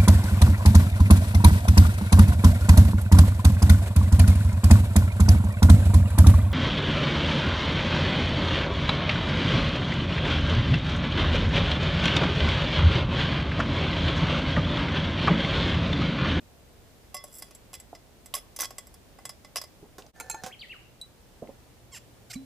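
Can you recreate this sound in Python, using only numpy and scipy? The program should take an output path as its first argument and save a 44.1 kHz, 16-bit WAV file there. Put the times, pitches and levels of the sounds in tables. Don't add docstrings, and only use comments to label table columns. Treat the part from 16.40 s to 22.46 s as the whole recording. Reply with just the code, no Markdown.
import sys
import numpy as np
from scipy import signal
from scipy.fft import rfft, irfft
from scipy.io import wavfile
from scipy.ndimage import uniform_filter1d

SR = 44100
rng = np.random.default_rng(int(sys.argv[2]) if len(sys.argv) > 2 else 0)


def store_pcm(level_fs):
    pcm = np.round(np.clip(level_fs, -1, 1) * 32767).astype(np.int16)
    wavfile.write(sys.argv[1], SR, np.atleast_2d(pcm).T)


N = 267157
T = np.arange(N) / SR
HALF_S = SR // 2
TOP_HZ = 15100
ONSET_S = 0.0026


def undb(db):
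    return 10 ** (np.asarray(db) / 20)


def unit(x):
    return x / np.sqrt(np.mean(x ** 2) + 1e-24)


def add(out, s, x):
    i = int(s * SR)
    out[i:i + len(x)] += x[:max(N - i, 0)]


def colour(x, points):
    hz, db = np.transpose(points)
    f = np.maximum(np.fft.rfftfreq(len(x), 1 / SR), 1)
    gain = undb(np.interp(np.log(f), np.log(hz), db))
    return irfft(rfft(x) * gain, len(x))


def band(x, hz, kind, order=3):
    return signal.sosfilt(signal.butter(order, hz, kind, fs=SR, output="sos"), x)


def around(hz, octaves):
    return np.minimum(hz * 2 ** (octaves * np.array([-1, 1])), TOP_HZ)


def walk(rate):
    k = int(SR / rate)
    steps = np.repeat(rng.standard_normal(N // k + 1), k)
    return 1.29 * uniform_filter1d(steps, k)[:N]


def fade(t60, size=HALF_S):
    return np.exp(-np.log(1000) * T[:size] / max(t60, 1e-3))


def gate(t, start, end, edge):
    return np.clip(np.minimum(t - start, end - t) / edge, 0, 1)


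def background(swell_db=0.44, pan_db=-0.5):
    # hz, density_db (per Hz)
    noise_spectrum = [(15, -50), (25, -2), (70, 0.5), (157, -6.5), (620, -12), (1160, -21), (15000, -32)]
    # hz, side_db (re middle)
    side_spectrum = [(100, -5.5), (500, -5), (1300, -2), (4000, -0.5)]
    mid, side = (unit(colour(rng.standard_normal(N), noise_spectrum)) for _ in range(2))
    both = mid + colour(side, side_spectrum) * np.array([[1], [-1]])
    balance_db = np.array([[pan_db], [-pan_db]]) / 2
    return both * undb(-56 + swell_db * walk(3.77) + balance_db)


def tone(span, hz, end_db, db_per_s, waver):
    start, end = span
    phase = 2 * np.pi * np.cumsum(hz * (1 + waver * walk(12))) / SR
    level_db = end_db + db_per_s * np.minimum(T - end, 0) + walk(20)
    return gate(T, start, end, edge=0.0098) * undb(level_db) * unit(np.sin(phase))


def hum():
    return tone((4.1, 6.14), hz=119.6, end_db=-58, db_per_s=6, waver=0.0149)


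def bird(waver=0.021, echo_db=-3.5, echo_t60=0.55):
    # top_s (top of the arch), lead_s, tail_s, open_hz, top_hz, level_db (at throat_hz)
    chirps = [(4.133, 0.049, 0.02, 1365, 3290, -43.5), (4.203, .011, 0.055, 3910, 4830, -38),
              (4.318, .024, 0.047, 2607, 2860, -38)]
    arch_s, drop_share = .0165, .32
    throat_hz, throat_db_per_octave = 3190, 13
    out = np.zeros(N)
    for s, lead, tail, open_hz, top_hz, db in chirps:
        t = np.arange(-lead, tail, 1 / SR)
        away = t ** 2 / (t ** 2 + arch_s ** 2)
        depth_hz = np.where(t < 0, (top_hz - open_hz) / away[0], top_hz * (1 - drop_share))
        hz = top_hz - away * depth_hz
        level_db = db - throat_db_per_octave * np.abs(np.log2(hz / throat_hz))
        level_db = level_db + walk(245)[:len(t)]
        phase = 2 * np.pi * np.cumsum(hz * (1 + waver * walk(500)[:len(t)])) / SR
        add(out, s - lead, undb(level_db) * gate(t, -lead, tail, edge=0.0039) * np.sin(phase))
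    trees = [unit(rng.standard_normal(SR) * fade(echo_t60, size=SR)) / np.sqrt(SR) for _ in range(2)]
    return np.array([out + undb(echo_db) * signal.fftconvolve(out, tail)[:N] for tail in trees])


def bottle_tone():
    return tone((3.745, 4.014), hz=1761, end_db=-51.5, db_per_s=34, waver=0.00202)


def scuffs(low_hz=170, high_hz=800, grip_db=3):
    # start_s, end_s, level_db
    brushes = [(3.419, 3.471, -54.5), (3.574, 3.683, -56.5), (5.02, 5.115, -56)]
    rub = unit(band(rng.standard_normal(N), [low_hz, high_hz], "bandpass", order=4))
    rub = rub * undb(grip_db * walk(110))
    return rub * sum(undb(db) * gate(T, start, end, edge=0.0099) for start, end, db in brushes)


def ring(modes, freedom=1, scatter_db=0, detune=0, size=HALF_S, split=0.0028):
    grip_hz = 6060
    chance = rng.standard_normal((len(modes), 4))
    turn = 2 * np.pi * T[:size]
    out = 0
    for (hz, db, t60), (a, b, c, d) in zip(modes, chance):
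        grip = 1 / (1 + (hz / grip_hz) ** 2)
        decay = fade(t60 * freedom ** grip, size)
        tuning = 1 + detune * b
        pair = np.sin(turn * hz * tuning) + .5 * np.sin(turn * hz * (tuning + split * d))
        out = out + undb(db + scatter_db * a) * np.sign(c) * decay * pair
    return out


def thuds(rough_db=-8):
    # start_s, peak_db, pitch_hz
    blows = [(1.5292, -31.5, 700), (3.428, -38.5, 406), (3.583, -38, 384), (3.9435, -30.5, 846),
             (4.038, -37, 205), (5.022, -29.5, 500), (5.024, -34, 240), (5.028, -31, 610),
             (5.0913, -32.5, 540)]
    # pitch_multiple, level_db (relative), t60_s
    thud_modes = [(.42, -6.5, 0.04), (1, 5, 0.036)]
    out = np.zeros(N)
    for s, db, hz in blows:
        x = unit(ring([(k * hz, mode_db, t60) for k, mode_db, t60 in thud_modes]))
        noise = rng.standard_normal(len(x)) * fade(0.099)
        x = x + undb(rough_db) * unit(band(noise, [hz / 2, 2 * hz], "bandpass", order=2))
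        x = band(x, 1.56 * hz, "lowpass", order=4)
        add(out, s, undb(db) * x / np.abs(x).max())
    return out


def ticks(t60=0.018, octaves=0.35):
    # start_s, peak_db, centre_hz
    snaps = [(1.9392, -19.5, 3450), (2.206, -21, 12000), (2.229, -31.5, 1620), (2.2555, -28, 5200),
             (3.622, -42.5, 3500), (3.665, -44.5, 5070), (5.073, -45.5, 2400)]
    out = np.zeros(N)
    for s, db, hz in snaps:
        noise = rng.standard_normal(HALF_S) * fade(t60)
        x = band(noise, around(hz, octaves), "bandpass", order=2)
        add(out, s, undb(db) * x / np.abs(x).max())
    return out


def voiced(x, bass_db, mid_db, treble_db, size):
    bass = band(x, [290, 1450], "bandpass")
    mid = band(x, [1700, 7000], "bandpass", order=4)
    treble = band(x, 7000, "highpass", order=4)
    levels = (bass, bass_db), (mid, mid_db), (treble, treble_db)
    return sum(undb(db) * part / np.std(part[:size]) for part, db in levels)


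def favour(x, hz):
    return x + undb(2) * band(x, around(hz, octaves=0.068), "bandpass", order=1)


def crack(t60, snap_db, snap_t60):
    return rng.standard_normal(HALF_S) * (fade(t60) + undb(snap_db) * fade(snap_t60))


def strikes(rows, modes, ring_db, crack_t60, snap_db, freedom=lambda s: 1,
            heavy_db=-40, damping=0.13, choke_db=-1.5):
    out = np.zeros(N)
    for s, mid_db, bass_db, treble_db, focus_hz in rows:
        free = freedom(s) / max(1, undb(damping * (mid_db - heavy_db)))
        body = ring(modes, free, scatter_db=1.7 / free, detune=0.0037 / free)
        snap = crack(crack_t60, snap_db, snap_t60=0.002)
        blow = np.sqrt(free) * undb(ring_db) * unit(body) + unit(snap)
        blow = favour(blow, focus_hz) * (1 - fade(ONSET_S))
        out *= undb(choke_db * np.clip((T - s) / ONSET_S, 0, 1))
        add(out, s, voiced(blow, bass_db, mid_db, treble_db, size=SR // 50))
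    return out


def rattles(rows, modes, rate=210, spread_db=3.8, crack_db=-8, count=3):
    out = np.zeros(N)
    for start, end, db, bass_db, treble_db in rows:
        size = max(int((end - start) * SR), SR // 100)
        grains = int(rate * size / SR) + 1
        run = 0
        for edge in range(count):
            taps = np.zeros(size)
            taps[rng.integers(0, size, grains)] = undb(spread_db * rng.standard_normal(grains))
            damped = ring(modes, .35, scatter_db=4, detune=.008)
            grain = unit(damped) + undb(crack_db) * unit(crack(0.018, 5.2, 0.0055))
            run = run + signal.fftconvolve(taps, grain)
        add(out, start, undb(db) * voiced(run, bass_db, 0, treble_db, size))
    return out


def table():
    # start_s, middle_db, bass_db, treble_db, focus_hz (favoured by the contact point)
    knocks = [(3.5825, -52, -49, -55, 1110), (4.0362, -43, -41, -52, 746), (4.0622, -46.5, -41.5, -49, 814)]
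    # start_s, end_s, level_db (middle), bass_db (re middle), treble_db (re middle)
    slides = [(3.76, 4.1, -65, 8.5, -9)]
    # mode_hz, level_db (relative), t60_s
    table_modes = [(514, 1.7, 0.16), (753, 1.7, 0.13), (1530, -2, 0.052)]
    out = strikes(knocks, table_modes, ring_db=-13.5, crack_t60=0.12, snap_db=17)
    return out + rattles(slides, table_modes)


def neck_tap():
    # mode_hz, level_db (relative), t60_s
    neck_modes = [(3946, 0, 0.08), (8120, -7, 0.056)]
    out = np.zeros(N)
    noise = band(rng.standard_normal(HALF_S) * fade(0.028), neck_modes[0][0], "highpass")
    x = ring(neck_modes) + .5 * noise
    add(out, 4.6135, undb(-36.5) * x * (1 - fade(ONSET_S)))
    return out


def bottle_freedom(s):
    return 0.47 if s < 3.85 else 1


def bottle():
    # start_s, middle_db, bass_db, treble_db, focus_hz (favoured by the contact point)
    hits = [(3.7995, -46.5, -45.5, -44, 2300), (3.8074, -48, -46, -51, 2500), (3.8983, -42, -43, -36, 7380),
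            (3.9111, -42, -55, -45, 6520), (3.9442, -50, -42.5, -54, 890)]
    # mode_hz, level_db (relative), t60_s
    bottle_modes = [(902, 0, 0.1), (1407, -0.5, 0.062), (2290, 1.5, 0.035), (2540, -3.5, 0.1),
                    (4200, -7, 0.3), (6480, -4.5, 0.15), (7420, 4, 0.056), (9420, -7.5, 0.15),
                    (11170, 2.5, 0.03)]
    return strikes(hits, bottle_modes, ring_db=4.5, crack_t60=0.04, snap_db=-8, freedom=bottle_freedom)


def cork_twists(rub_db=-9, neck_db=1.0, late=1.43, fullness=0.62):
    # start_s, end_s, first_hz (slips per second), last_hz, level_db (before the swell)
    twists = [(5.513, 5.589, 1120, 440, -43.5), (5.897, 5.924, 770, 550, -40.5),
              (5.926, 5.95, 1250, 4600, -40), (5.945, 5.967, 1170, 1080, -50.5)]
    # hz, gain_db
    cork_colour = [(300, -5), (1200, -5), (2750, 3.5), (3500, -6), (4700, 4.5), (7000, 0), (7450, 10.5),
                   (7950, -0.5), (15000, -7.5)]
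    bend = 1.9
    roughness, rough_hz = 0.035, 717
    steepness = 0.17
    out = np.zeros(N)
    for start, end, first_hz, last_hz, db in twists:
        u = np.linspace(0, 1, int((end - start) * SR), endpoint=False)
        hz = first_hz + (last_hz - first_hz) * u ** bend
        rough = roughness * (rough_hz / hz) ** 2
        effort = np.sin(np.pi * u ** late) ** fullness
        turns = np.cumsum(hz * (1 + rough * walk(900)[:len(u)])) / SR
        rolloff = steepness * hz / rough_hz
        overtones = ((k * hz < TOP_HZ) * np.cos(2 * np.pi * k * turns) / k ** rolloff for k in range(1, 36))
        slips = sum(overtones) * np.sqrt(hz)
        rub = rng.standard_normal(len(u)) * np.exp(-(turns % 1) / 0.2)
        neck = rng.standard_normal(SR // 50) * fade(0.017, size=SR // 50)
        x = unit(slips) + undb(rub_db) * unit(rub)
        x = x + undb(neck_db) * unit(signal.lfilter(neck, 1, x))
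        add(out, start, undb(db) * effort * unit(colour(x, cork_colour)))
    return out


def cork_pop():
    # final_hz, level_db, t60_s
    air_modes = [(268, -35.5, 0.47), (254, -24.5, 0.057)]
    # mode_hz, level_db, t60_s
    neck_ring = [(4000, -48.5, 0.2)]
    flat, open_s = 0.55, 0.0046
    out = np.zeros(N)
    shade = np.exp(-T[:HALF_S] / open_s)
    pop = ring(neck_ring)
    for hz, db, t60 in air_modes:
        phase = 2 * np.pi * np.cumsum(hz * (1 - flat * shade)) / SR
        pop = pop + undb(db) * fade(t60) * np.sin(phase)
    add(out, 5.956, pop * (1 - shade))
    return out


def glass():
    # start_s, middle_db, bass_db, treble_db, focus_hz (favoured by the contact point)
    clinks = [(0.7438, -42.5, -41.5, -41.5, 1190), (0.7664, -44, -64, -54, 5230),
              (0.8394, -55, -48, -46.5, 593), (1.0225, -46.5, -52.5, -46.5, 4940),
              (1.109, -59, -61, -62, 2550), (1.149, -58, -72, -53.5, 7600),
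              (1.3314, -54, -53.5, -52.5, 1120), (1.3395, -46.5, -60, -50, 2540),
              (1.3504, -51, -68, -52, 3380), (1.3994, -55, -73, -53, 7600), (1.5502, -53, -58, -70, 5100),
              (1.859, -57, -63.5, -52, 8200), (1.9402, -41.5, -37.5, -35.5, 1100),
              (1.951, -39.5, -51, -34, 11100), (1.9658, -47, -51.5, -47, 3000),
              (2.1625, -47.5, -60.5, -44, 6200), (2.189, -42, -45, -43, 5200),
              (2.1999, -37.5, -48, -46, 5950), (2.2058, -36.5, -47, -34.5, 6170),
              (2.2174, -37, -46, -36.5, 5940), (2.3058, -52, -49.5, -55, 766),
              (2.3825, -44.5, -50.5, -44, 8200), (2.4698, -63, -60.5, -56, 5050),
              (2.5408, -61.5, -62.5, -57, 5140), (2.7871, -63, -52, -70, 800),
              (2.853, -43.5, -48, -45, 7750), (2.8925, -45, -50.5, -47, 4950),
              (3.047, -53.5, -54.5, -65, 2035), (3.158, -36, -39.5, -41, 2850),
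              (3.1678, -35, -46, -42, 4950), (3.2147, -44, -50.5, -48, 4800),
              (3.2377, -51.5, -52.5, -56, 4930)]
    # start_s, end_s, level_db (middle), bass_db (re middle), treble_db (re middle)
    chatter = [(0.86, 1.09, -65.5, -5, 0), (0.925, 1.0, -62, -10, 13.5), (1.968, 1.989, -48, -5, -3),
               (2.218, 2.256, -39, -7.5, -6), (3.161, 3.187, -40, -12, -14)]
    # mode_hz, level_db (relative), t60_s
    glass_modes = [(591, 0, 0.051), (735, 3, 0.03), (1112, 0, 0.085), (2031, -4.5, 0.13),
                   (2750, -1.5, 0.018), (3378, -7.5, 0.22), (4926, -0.5, 0.069), (5070, -1.5, 0.03),
                   (5220, -1.5, 0.095), (5943, -2.5, 0.069), (7666, 4.5, 0.065), (9500, 5.5, 0.045),
                   (10200, 5.5, 0.064), (11080, 9, 0.028), (13330, 9.5, 0.041)]
    free, held, settle_s = 3.5, 0.64, 0.046

    def freedom(s):
        return held + (free - held) * np.exp(-(s - clinks[0][0]) / settle_s)

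    out = strikes(clinks, glass_modes, ring_db=6.5, crack_t60=0.06, snap_db=-10, freedom=freedom)
    return out + rattles(chatter, glass_modes)


def contacts():
    return table() + ticks() + neck_tap() + bottle() + glass()


def campsite(x, pan_db=-2.5, early_db=-13, early_t60=0.18, late_db=-22, late_t60=0.33):
    channels = []
    for direct_db in (pan_db / 2, -pan_db / 2):
        early, late = rng.standard_normal((2, HALF_S)) * (T[:HALF_S] > .001)
        dull = band(late * fade(late_t60), 3400, "lowpass", order=1)
        echo = undb(early_db) * unit(early * fade(early_t60)) + undb(late_db) * unit(dull)
        reflected = signal.fftconvolve(x, echo / np.sqrt(len(echo)))[:N]
        channels.append(undb(direct_db) * x + reflected)
    return np.array(channels)


def level_dip():
    centre_s, hold_s, fade_s, floor_db = 3.725, 0.0047, 0.029, -25
    return np.clip((np.abs(T - centre_s) - hold_s) / fade_s, undb(floor_db), 1)


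def scene():
    # hz, gain_db
    left_colour = [(7000, 0), (11500, 1.5), (13800, -3.5)]
    far = bird() + background() + hum()
    handling = contacts() + thuds() + scuffs() + cork_twists() + cork_pop()
    near = campsite(handling) + bottle_tone()
    left, right = near + undb(-16) * contacts() * np.array([[1], [-1]])
    return (np.array([colour(left, left_colour), right]) + far) * level_dip()


def record(dry):
    return signal.sosfilt(signal.ellip(8, .2, 70, TOP_HZ, fs=SR, output="sos"), dry)


dry = scene()
out = record(dry)
store_pcm(out)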